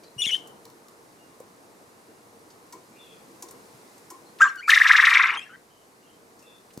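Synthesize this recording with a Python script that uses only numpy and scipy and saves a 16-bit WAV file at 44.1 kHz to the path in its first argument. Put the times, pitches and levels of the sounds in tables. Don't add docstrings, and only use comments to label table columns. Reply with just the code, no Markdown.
import sys
import numpy as np
from scipy import signal
from scipy.fft import rfft, irfft, next_fast_len
from scipy.io import wavfile
from scipy.ndimage import uniform_filter1d

SR = 44100
rng = np.random.default_rng(int(sys.argv[2]) if len(sys.argv) > 2 else 0)


def makeup_ratio(level_db):
    decades = np.asarray(level_db, float) / 20
    return 10 ** decades


def wrap_up_sound(samples):
    columns = np.atleast_2d(samples).T
    tamed = np.clip(columns, -1, 1)
    steps = np.round(tamed * 32767).astype(np.int16)
    wavfile.write(sys.argv[1], SR, steps)


N = 299880
T = np.arange(N) / SR


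def unit(x):
    return x / np.sqrt(np.mean(np.abs(x) ** 2) + 1e-20)


def along(points, hz):
    f, v = np.transpose(points)
    return np.interp(np.log(hz + 1), np.log(f + 1), v)


def curves(rows, at=T):
    x, *columns = np.transpose(rows)
    return [np.interp(at, x, column) for column in columns]


def filtered(x, response):
    m = next_fast_len(N + SR // 2)
    return irfft(rfft(x, m) * response(np.fft.rfftfreq(m, 1 / SR)), m)[..., :N]


def flutter(width_hz, size=N):
    m = next_fast_len(size + SR // 4)
    lowpass = np.exp(-(np.fft.rfftfreq(m, 1 / SR) / width_hz) ** 2)
    a, b = irfft(rfft(rng.standard_normal((2, m))) * lowpass, m)
    return unit(a + 1j * b)[:size]


def resonances(modes, f):
    return sum((-1) ** i * makeup_ratio(db) * 1j * f * w / (c * c - f * f + 1j * f * w)
               for i, (c, w, db) in enumerate(modes))


def whistle(hz, rough, overtones_db, width_hz):
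    turn = np.exp(2j * np.pi * np.cumsum(hz) / SR)
    shake = flutter(width_hz, size=len(hz))
    out = 0
    for k, db in enumerate(overtones_db):
        share = np.clip(rough * (1 + k), 0, 1)
        size = np.sqrt(1 - share) + np.sqrt(share) * shake
        out = out + makeup_ratio(db) * np.real(size * turn ** (k + 1))
    return out


def voice(rows, overtones_db, width_hz, edge=0.0029):
    start, end = rows[0][0], rows[-1][0]
    out, span = np.zeros(N), (T > start) & (T < end)
    t = T[span]
    hz, level_db, rough = curves(rows, t)
    gate = np.clip(np.minimum(t - start, end - t) / edge, 0, 1)
    out[span] = gate * makeup_ratio(level_db) * whistle(hz, rough, overtones_db, width_hz)
    return out


def notes(rows, rough, overtones_db, width_hz, edge=0.004, fade_db=5):
    out = 0
    for s, length, start_hz, end_hz, db in rows:
        points = [(s, start_hz, db + fade_db / 2, rough), (s + length, end_hz, db - fade_db / 2, rough)]
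        out = out + voice(points, overtones_db, width_hz, edge)
    return out


# frequency in Hz, left-right likeness from -1 to 1.
LIKENESS = [(60, 0.25), (180, 0.93), (550, 0.52), (1650, -0.34), (4970, 0.5), (15000, 0.69)]


def rush(spectrum, patchy_db):
    z = signal.stft(rng.standard_normal((2, N)), nperseg=512)[2]
    field = uniform_filter1d(uniform_filter1d(rng.standard_normal(z.shape[1:]), 5, 0), 10, 1)
    pair = signal.istft(z * makeup_ratio(patchy_db * unit(field)), nperseg=512)[1][:, :N]

    def spread(hz):
        angle = np.arccos(np.clip(along(LIKENESS, hz), -1, 1)) / 2
        return makeup_ratio(along(spectrum, hz)) * [np.cos(angle), np.sin(angle)]

    mid, side = filtered(pair, spread)
    return unit(np.array([mid + side, mid - side]))


# frequency in Hz, level in dB per Hz.
TRAFFIC_HUM = [(53, -30.5), (95, -10.5), (340, -3), (480, -4.5), (560, -7.5), (1080, -8), (2000, -22.5),
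               (4400, -120)]
# time in seconds, half length in seconds, swell in dB.
VEHICLES = [
    (.47, 0.15, 4),
    (3.52, 0.24, 3),
    (4.249, 0.16, 1),
    (6.196, 0.13, 1),
]
# frequency in Hz, width in Hz, level in dB under the traffic.
MACHINE = (465, 25, -9.5)
# frequency in Hz, level in dB per Hz.
AIR_HISS = [(820, -31.5), (1400, -1.5), (2040, 1), (3230, -6.5), (4040, -3.5), (9910, -5.5), (14000, -12),
            (16000, -18.5)]
# time in seconds, half length in seconds, swell in dB.
LEAVES = (3.7, 0.74, 3.3)
# frequency in Hz, level in dB per Hz.
PORT_RUMBLE = [(12, -21), (25, -3), (60, -3.5), (110, -13), (300, -62)]
# start, attack, hold and recovery in seconds, depth in dB.
GAIN_DIPS = [
    (4.399, 0.42, 0.23, .2, 7.5),
    (5.393, 0.1, 0.25, 1.4, 3.5),
]


def outdoors():
    swell_db = sum(db * np.exp(-((T - s) / half) ** 2) for s, half, db in VEHICLES)
    duck_db = 0
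    for s, attack, hold, recovery, depth_db in GAIN_DIPS:
        shape = np.minimum((T - s) / attack, 1 - (T - s - attack - hold) / recovery)
        duck_db = duck_db - depth_db * np.clip(shape, 0, 1)
    hz, width_hz, drone_db = MACHINE
    drone = makeup_ratio(drone_db) * np.real(flutter(width_hz) * np.exp(2j * np.pi * hz * T))
    hum = rush(TRAFFIC_HUM, patchy_db=1.0) + makeup_ratio(swell_db) * drone
    hum = makeup_ratio(-54 + swell_db + duck_db) * hum
    s, half, breeze_db = LEAVES
    stir_db = breeze_db * np.exp(-((T - s) / half) ** 2)
    hiss = makeup_ratio(-60 + stir_db + 0.54 * duck_db) * rush(AIR_HISS, patchy_db=.4)
    rumble = unit(filtered(rng.standard_normal((2, N)), lambda f: makeup_ratio(along(PORT_RUMBLE, f))))
    return hum + hiss + makeup_ratio(-81) * rumble


# start in seconds, length in seconds, start Hz, end Hz, level in dB.
DISTANT_CHIRPS = [(.024, .036, 4650, 4570, -54), (.034, .062, 4150, 4060, -56.5),
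                  (2.92, 0.095, 2350, 2490, -62), (2.95, 0.19, 2730, 2800, -62),
                  (2.98, 0.085, 3510, 3470, -52.5), (3.04, 0.14, 3450, 3330, -56),
                  (3.05, .16, 2650, 2450, -64.5), (4.255, 0.033, 4270, 4180, -56),
                  (5.69, 0.167, 3080, 3013, -66.5), (6.02, .12, 2807, 2880, -66),
                  (6.06, .13, 3105, 3160, -65), (6.41, .16, 2663, 2600, -62), (6.45, 0.15, 3540, 3520, -59)]
# start in seconds, length in seconds, start Hz, end Hz, level in dB.
INSECT_NOTES = [
    (1.16, 0.14, 2860, 2790, -65),
    (1.88, .42, 2780, 2808, -73.5),
]


def far_animals():
    birds = notes(DISTANT_CHIRPS, .9, [0], width_hz=170, edge=.018)
    return birds + notes(INSECT_NOTES, 0.089, [0], width_hz=21, edge=0.029)


# frequency in Hz, t60 in seconds.
YARD_DECAY = [(500, 0.1), (2000, 0.39), (10000, 0.14)]


def yard(x, longer=1):
    hz, t, z = signal.stft(rng.standard_normal((2, SR // 2)), SR, nperseg=256)
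    decay = makeup_ratio(-60 * t / longer / along(YARD_DECAY, hz)[:, None])
    tail = signal.istft(z * decay, SR, nperseg=256)[1]
    tail[1] = 0.19 * tail[0] + 0.48 * tail[1]
    delayed = np.pad(x, (300, 0))[None]
    return signal.fftconvolve(delayed, tail / np.linalg.norm(tail[0]), axes=1)[:, :N]


# time in seconds, peak in dB, scrape t60 in seconds, ring in dB,
# scrape centre in Hz.
CLAW_TAPS = [(.034, -50, .07, -30, 4500), (0.473, -40.5, 0.034, -29, 8100),
             (0.653, -35, 0.015, -11.5, 5000), (.700, -43.5, 0.018, -20, 5500),
             (0.884, -38, 0.012, -43, 5600), (1.4, -41.5, 0.023, -8.5, 9000),
             (2.502, -48.5, 0.064, -5, 5030), (2.724, -37, 0.05, 2.5, 6500),
             (3.423, -29.5, 0.04, -4.5, 6980), (3.485, -41.5, 0.045, -3, 6000),
             (3.509, -35, 0.027, -16, 9000), (3.979, -45, 0.035, -30, 8000), (4.102, -35, 0.049, 1, 7400),
             (4.557, -37.5, 0.017, -18, 6480), (6.390, -50.5, 0.072, -22, 6000),
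             (6.704, -50.5, 0.051, -18, 2500), (6.775, -31.5, 0.012, -27, 4970),
             (4.386, -42, 0.052, -30, 3000), (6.425, -48, 0.041, -29, 7000),
             (6.735, -47.5, 0.051, -30, 7000)]
# frequency in Hz, level in dB, t60 in seconds.
FRAME_MODES = [(343, -3, 0.32), (480.4, -12, 0.12), (790, -7, .15), (965, -4.5, .12), (1038, -1, 0.23),
               (1400, -14, .1), (1850, -17, .12), (2250, -17, .2)]
# time in seconds, level in dB, frequency in Hz, t60 in seconds.
FOOT_THUDS = [
    (.165, -34.5, 125, 0.066),
    (0.266, -25.5, 194, 0.014),
    (1.404, -33, 502, 0.047),
    (3.746, -37, 132, 0.025),
    (6.776, -17.5, 230, 0.0081),
]


def frame_ring(t):
    ring = 0
    for hz, db, t60 in FRAME_MODES:
        decay = makeup_ratio(db + rng.normal(0, 1.8) - 60 * t / t60)
        unsteady = 0.23 + 0.74 * flutter(60, size=len(t))
        build = 1 - np.exp(-(t * hz / 6) ** 2)
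        ring = ring + decay * np.real(np.exp(2j * np.pi * hz * t) * unsteady) * build
    return ring


def taps():
    out, t = np.zeros(N + SR), np.arange(SR // 3) / SR
    f = np.fft.rfftfreq(len(t), 1 / SR)
    for s, db, t60, ring_db, hz in CLAW_TAPS:
        band = 1 + (np.log((f + 1) / hz) / .45) ** 2
        scrape = unit(irfft(rfft(rng.standard_normal(len(t))) / band, len(t)))
        scrape = scrape * makeup_ratio(-60 * t / t60) * (1 - np.exp(-(t + .0005) / 0.0033))
        crack = makeup_ratio(-6.5 - 60 * t / .02) * unit(np.diff(rng.standard_normal(len(t) + 2), 2))
        tap = scrape + crack + makeup_ratio(ring_db - 3.5) * frame_ring(t)
        out[round(s * SR):][:len(t)] += makeup_ratio(db + 0.5) * tap
    for s, db, hz, t60 in FOOT_THUDS:
        out[round(s * SR):][:len(t)] -= makeup_ratio(db - 60 * t / t60) * np.sin(2 * np.pi * hz * t)
    return filtered(out[:N], lambda f: (1j * f / 110 / (1 + 1j * f / 110)) ** 2)


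# end in seconds, top in dB, trough in dB, lateness of the trough as a power
CROW_SWOOPS = [(4.701, -20, -10, 1), (4.742, -14, -6.5, 0.93), (4.782, -18, -9.5, 0.98),
               (4.823, -24, -9.5, 0.97), (4.871, -27, -11.5, 1.3), (4.918, -20, -7.5, 1.19),
               (4.962, -21, -9.5, .98), (5.005, -19, -9.5, 1.09), (5.05, -24, -9.5, 1.15),
               (5.093, -19.5, -9, 1.04), (5.136, -22.5, -11.5, 1.02), (5.177, -20.5, -9, 0.94),
               (5.221, -26.5, -13.5, 0.95), (5.264, -27.5, -14, 0.9), (5.311, -33, -16, 1.04),
               (5.346, -39, -33, .96), (5.376, -39, -30, 1.04)]


def swoop_clock():
    ends, late = np.transpose(CROW_SWOOPS)[[0, 3]]
    k = np.clip(np.searchsorted(ends, T), 1, len(ends) - 1)
    part = (T - ends[k - 1]) / (ends[k] - ends[k - 1])
    return k, np.clip(part, 0, 1) ** late[k], (part >= 0) & (part <= 1)


def rasping(modes, rate, low_hz, high_hz):
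    pulses = (rng.random(N) < rate / SR) * rng.normal(0, 1, N) + .04 * rng.standard_normal(N)

    def tract(f):
        low = f / low_hz
        highpass = (low ** 2 / (1 - low ** 2 + 1.2j * low)) ** 3
        return resonances(modes, f) * highpass / (1 + (f / high_hz) ** 8)

    return unit(filtered(pulses, tract))


def puffs(rows):
    gain = 0
    for s, rise, hold, db, fall_db in rows:
        climb_db = 20 * np.clip(1 - (T - s) / rise, 0, 1)
        release_db = fall_db * np.clip(T - s - rise - hold, 0, 9)
        gain = gain + (T > s) * makeup_ratio(db - climb_db - release_db)
    return gain


# part of its length 0-1, height of pitch 0-1, level in dB.
SWOOP_SHAPE = [(0, .32, -1), (.12, 1, -3), (.27, .9, -8), (.42, .35, -5), (.53, .1, 0), (.72, 0, -6.5),
               (.87, .09, 1), (.94, .18, 1), (1, .32, -14)]
# frequency in Hz, width in Hz, level in dB.
OPEN_BEAK = [(2010, 360, -1), (2600, 600, 0.5), (3733, 200, 2), (5500, 980, -7), (7000, 520, -25)]
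# frequency in Hz, width in Hz, level in dB.
THROAT_MODES = [(1171, 474, 3), (1650, 780, 2), (2450, 670, -7.5), (3610, 200, -14.5)]
# start, attack and hold in seconds, peak in dB, release in dB per second.
RASP_BREATHS = [
    [(4.397, 0.011, 0.0078, -22, 199.5)],
    [(4.676, 0.013, 0.014, -19.5, 297.5), (4.72, 0.15, 0.37, -22.5, 97)],
    [(0.206, 0.14, 0.036, -64, 300)],
]
# start, attack and hold in seconds, peak in dB, release in dB per second.
HISS_BREATHS = [
    [(4.401, 0.017, .002, -31.5, 307)],
    [(4.674, .017, .014, -31, 300), (4.70, .03, .40, -42, 105)],
    [(.210, 0.016, 0.125, -47.5, 250)],
]
# frequency in Hz, level in dB per Hz.
HISS_COLOURS = [
    [(1940, -39.5), (3300, -10.5), (4020, -22.5), (4590, -12), (7190, 0.5), (8160, -12.5), (13500, -27),
     (16000, -28.5)],
    [(2470, -32.5), (4200, -8), (6350, -15), (7690, -14.5), (11100, -21), (12000, -21.5), (13700, -23),
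     (16000, -31)],
    [(2290, -34), (3900, -9), (4550, -12.5), (5690, -8), (6150, -9), (10200, -16), (14800, -28),
     (16000, -51.5)],
]


def breath():
    k, part, inside = swoop_clock()
    height = curves(SWOOP_SHAPE, part)[0]
    squawk_db = -16.5 * np.clip(1 - height / 0.71, 0, 1)
    top_db = np.transpose(CROW_SWOOPS)[1, k]
    squawk_gain = uniform_filter1d(inside * makeup_ratio(top_db + squawk_db - 4.0), size=70)
    squawk = squawk_gain * rasping(OPEN_BEAK, rate=2200, low_hz=1290, high_hz=7970)
    rasp = rasping(THROAT_MODES, rate=2400, low_hz=1020, high_hz=4200)
    swell_db = inside * 8.5 * np.exp(-((part - .56) / .2) ** 2)
    throat_open = np.clip((5.375 - T) / 0.01, 0, 1)
    rasp = rasp * makeup_ratio(swell_db - 3.0) * throat_open
    calls = []
    for low, high, spectrum in zip(RASP_BREATHS, HISS_BREATHS, HISS_COLOURS):
        noise = rng.standard_normal(N) * (0.82 + np.abs(flutter(270)))
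        hiss = unit(filtered(noise, lambda f: makeup_ratio(along(spectrum, f))))
        patches_db = 2.6 * np.real(flutter(40))
        hiss = puffs(high) * makeup_ratio(inside * 0.15 * squawk_db + patches_db) * hiss
        calls.append(puffs(low) * rasp + hiss)
    return calls[0] + calls[1] + squawk, calls[2]


# climb over fall in dB, fill of the trough in dB, trough in Hz, roughness 0-1.
SWOOP_EFFORT = [(0, 0, 1600, .05), (1, 0, 1720, .06), (5.5, 0, 1600, .08), (8.5, 4, 1620, .08),
                (2, 5, 1600, .15), (4, 3, 1580, .1), (4, 2, 1600, .1), (5, 6, 1620, .15), (5, 5, 1680, .2),
                (-1, 7, 1700, .15), (2.5, 0, 1640, .4), (-2, -2, 1900, .45), (2, 9, 1880, .3),
                (1, 0.5, 1900, .45), (-1, 3, 2080, .5), (3.5, 3, 2200, .7), (-3, 2, 2260, .7)]
# frequency in Hz, width in Hz, level in dB.
WINDPIPE = [(8300, 900, 0), (9500, 900, 0), (12200, 1200, -9)]


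def crow():
    k, part, inside = swoop_clock()
    _, top_db, trough_db, _ = np.transpose(CROW_SWOOPS)[:, k]
    push_db, fill_db, low_hz, rough = np.transpose(SWOOP_EFFORT)[:, k]
    height, level_db = curves(SWOOP_SHAPE, part)
    sink = np.clip((part - .3) / 0.14, 0, 1)
    climb = np.clip((part - .62) / .2, 0, 1)
    effort_db = top_db + (trough_db - push_db / 2 - top_db) * sink + push_db * climb
    effort_db = effort_db + fill_db * np.exp(-((part - .71) / 0.068) ** 2)
    gain = uniform_filter1d(inside * makeup_ratio(effort_db + level_db), size=50)
    hz = uniform_filter1d(low_hz + (3800 - low_hz) * height, 60)
    harsh = height * np.clip((part - .08) / .08, 0, 1) * (part < .7)
    tone = gain * whistle(hz, rough + harsh, [0, -28, -38], width_hz=527)
    shine_hz = 2250
    low = np.clip((shine_hz - hz) / 250, 0, 1) * np.clip((.8 - part) / .15, 0, 1)
    upper = whistle(np.minimum(hz, shine_hz), .17, [-99, -99, -99, 0, 0, 0, 0], width_hz=300)
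    return tone + makeup_ratio(-33) * filtered(gain * low * upper, lambda f: resonances(WINDPIPE, f))


# start in seconds, length in seconds, start Hz, end Hz, mean level in dB.
WARBLE_NOTES = [
    (.217, 0.0245, 3540, 3300, -25.5),
    (.236, 0.029, 2780, 2820, -29),
    (.251, 0.015, 3150, 2970, -29),
    (.265, .026, 3580, 3180, -29),
]
# start in
# seconds, length in seconds, # start Hz, end Hz, mean level in dB.
WARBLE_HARSH = [(.205, 0.036, 2400, 2450, -46), (.258, .024, 2250, 2130, -36.5),
                (.288, 0.024, 2260, 2120, -32.5), (.288, 0.03, 3200, 2900, -26.5),
                (.325, 0.038, 3450, 3600, -37), (.252, .012, 3650, 3900, -30),
                (.346, .014, 1900, 1750, -43), (.347, .009, 4900, 4900, -45), (.03, .022, 2400, 2400, -62),
                (0.3, 0.014, 1850, 1600, -45.5), (.31, .022, 5750, 5900, -37)]
# time in seconds, pitch in Hz, level in dB, roughness 0-1.
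WARBLE_OPENING = [
    (.180, 2850, -44, .02),
    (.194, 2910, -28.5, 0.03),
    (.208, 2927, -28, 0.1),
    (.223, 2890, -31, 0),
]
# time in seconds, pitch in Hz, level in dB, roughness 0-1.
WARBLE_CLOSING = [(.309, 2850, -35, .2), (.317, 2880, -33, .1), (.321, 2900, -24.5, .07),
                  (.328, 2940, -28, .15), (.331, 2960, -24, .1), (.337, 3010, -22, .1),
                  (.3405, 3040, -30, .1), (.343, 3070, -22, .05), (.347, 3095, -19.5, .1),
                  (.3505, 3100, -31, .2), (.354, 3100, -25.5, .1), (.358, 3110, -34, .2),
                  (.363, 3130, -33, .2), (.370, 3150, -44, .1)]


def warble_whistle():
    out = notes(WARBLE_NOTES, 0.3, [4.5, -10, -15.5, -30], width_hz=280)
    out += voice(WARBLE_OPENING, [1.0, -9.5, -10.0, -28.0], width_hz=400)
    out += voice(WARBLE_CLOSING, [4.5, -24, -22, -32], width_hz=340)
    return out + notes(WARBLE_HARSH, 0.33, [0, -22, -26], width_hz=500, fade_db=7)


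# time in seconds, pitch in Hz, level in dB, roughness 0-1.
SHARP_NOTE = [(4.404, 1150, -22, .05), (4.4127, 1400, -3, .02), (4.4147, 1480, -19, .1),
              (4.4163, 1540, -8, .05), (4.4178, 1580, -17, .05), (4.4195, 1601, -3.5, .05),
              (4.439, 1576, -6.5, 0), (4.445, 1590, -17, .2), (4.474, 1560, -21, .4),
              (4.486, 1560, -36, .5), (4.497, 1570, -34, .3), (4.535, 1530, -42.5, .2),
              (4.578, 1520, -38.5, .15)]
# time in seconds, pitch in Hz, level in dB, roughness 0-1.
OTHER_HALF = [
    (4.434, 1330, -22, .2),
    (4.442, 1300, -14, .3),
    (4.455, 1220, -17, .5),
    (4.462, 1180, -16, .4),
    (4.473, 1150, -24, .5),
    (4.488, 1150, -33, .6),
]
# time in seconds, pitch in Hz, level in dB, roughness 0-1.
CROW_ONSET = [
    (4.678, 1210, -17.5, 0.11),
    (4.684, 1345, -11, 0),
    (4.690, 1554, -19, 0.3),
    (4.697, 1734, -2.5, 0),
    (4.702, 1830, -13, 0.1),
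]
# start in seconds, length in seconds, start Hz, end Hz, mean level in dB.
SHARP_HARSH = [
    (4.412, 0.011, 2650, 3000, -27),
    (4.470, .022, 2600, 3050, -37),
    (4.44, .016, 3550, 3500, -40),
    (5.225, .089, 1230, 1202, -33),
    (5.315, 0.069, 1193, 1083, -33.5),
    (4.455, .055, 4280, 4200, -53),
    (4.413, .062, 7300, 7250, -42),
    (4.412, .022, 5900, 6350, -40),
    (4.475, .04, 5850, 5300, -52),
]


def sharp_whistle():
    out = voice(SHARP_NOTE, [0, -36, -50], width_hz=220)
    out += voice(OTHER_HALF, [0, -30], width_hz=180)
    out += voice(CROW_ONSET, [0, -36, -50], width_hz=200)
    return out + notes(SHARP_HARSH, 1.0, [0, -26, -36], width_hz=270, fade_db=5.5)


# start in seconds, length in seconds, start Hz, end Hz, mean level in dB.
THIN_NOTES = [
    (4.574, .030, 1500, 1440, -35),
    (4.600, 0.015, 1520, 1624, -39),
]
# time in seconds, pitch in Hz, level in dB, roughness 0-1.
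CROW_LEAD_IN = [
    (4.610, 1700, -48, 0.38),
    (4.638, 2478, -37, 0.3),
    (4.662, 2260, -37.5, 0.6),
    (4.686, 2560, -36, .4),
]
# start in seconds, length in seconds, start Hz, end Hz, mean level in dB.
AFTER_NOTES = [
    (5.413, .013, 2800, 3800, -42),
    (5.535, .03, 1900, 1950, -51),
    (5.478, .013, 5700, 5700, -61),
    (5.455, .03, 1700, 1700, -46),
    (5.49, 0.047, 1444, 1470, -43),
    (5.53, .033, 1520, 1600, -43),
    (5.5, 0.0556, 2950, 3100, -58),
    (5.38, .025, 1100, 1080, -56),
]
# start in seconds, length in seconds, start Hz, end Hz, mean level in dB.
DYING_NOTES = [
    (5.333, .017, 2860, 2810, -33),
    (5.369, .030, 3150, 3230, -34),
    (5.390, .032, 2400, 2580, -38),
    (5.422, .027, 2620, 2800, -44),
]


def thin_whistle():
    out = notes(THIN_NOTES, .08, [4, -11.5, -13.5, -23.5, -28.0], width_hz=110, fade_db=2.0)
    out += voice(CROW_LEAD_IN, [0, -28, -26], width_hz=190)
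    out += notes(AFTER_NOTES, 0.35, [0, -26], width_hz=215, fade_db=1.0)
    return out + notes(DYING_NOTES, .25, [0, -19, -18], width_hz=200, fade_db=2.5)


def quail():
    call_air, warble_air = breath()
    return warble_whistle() + warble_air, sharp_whistle() + thin_whistle() + crow() + call_air


# frequency in Hz, left over right in dB.
PORT_LEVEL = [(60, -6.5), (200, 2), (380, 4.5), (700, -3.5), (1290, 2), (2380, 2), (4400, 3.5),
              (15000, 1.5)]
# frequency in Hz, lead of the left port in radians.
PORT_LEAD = [(0, 0.015), (950, 0.35), (1550, 0.42), (2410, 0.05), (3360, 0.3), (4130, 0.05), (6400, -0.2),
             (16400, 0.0)]


def at_the_ports(call):
    def path(f):
        bounce = 0.87 * 1j * f * 90 / (1480 ** 2 - f * f + 1j * f * 90)
        bass = 1 / (1 + (f / 450) ** 6)
        tilt = makeup_ratio(along(PORT_LEVEL, f) / 2) * np.exp(.5j * along(PORT_LEAD, f))
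        return (1 - bounce - bass) * tilt ** np.array([[1], [-1]])

    return filtered(call, path)


def scene():
    background, far, knock = outdoors(), far_animals(), taps()
    warble, call = quail()
    call = at_the_ports(call)
    warble = warble * makeup_ratio([[3], [-3.5]])
    feet = np.array([knock, np.roll(knock, 1)]) * makeup_ratio([[.6], [-.6]])
    near = call + warble + feet + makeup_ratio(-2.0) * far
    echoes = makeup_ratio(-12.5) * yard(call.mean(0)) + makeup_ratio(-17.0) * yard(warble.mean(0), longer=1.2)
    echoes += makeup_ratio(-6.0) * yard(knock) + makeup_ratio(-3.0) * yard(far)
    return near + echoes + background


def top_cut(x):
    return signal.sosfilt(signal.butter(12, 16810, fs=SR, output="sos"), x)


def record(dry):
    mix = filtered(dry, lambda f: 1 / (1 + (f / 15800) ** 40))
    return top_cut(mix)


dry = scene()
out = record(dry)
wrap_up_sound(out)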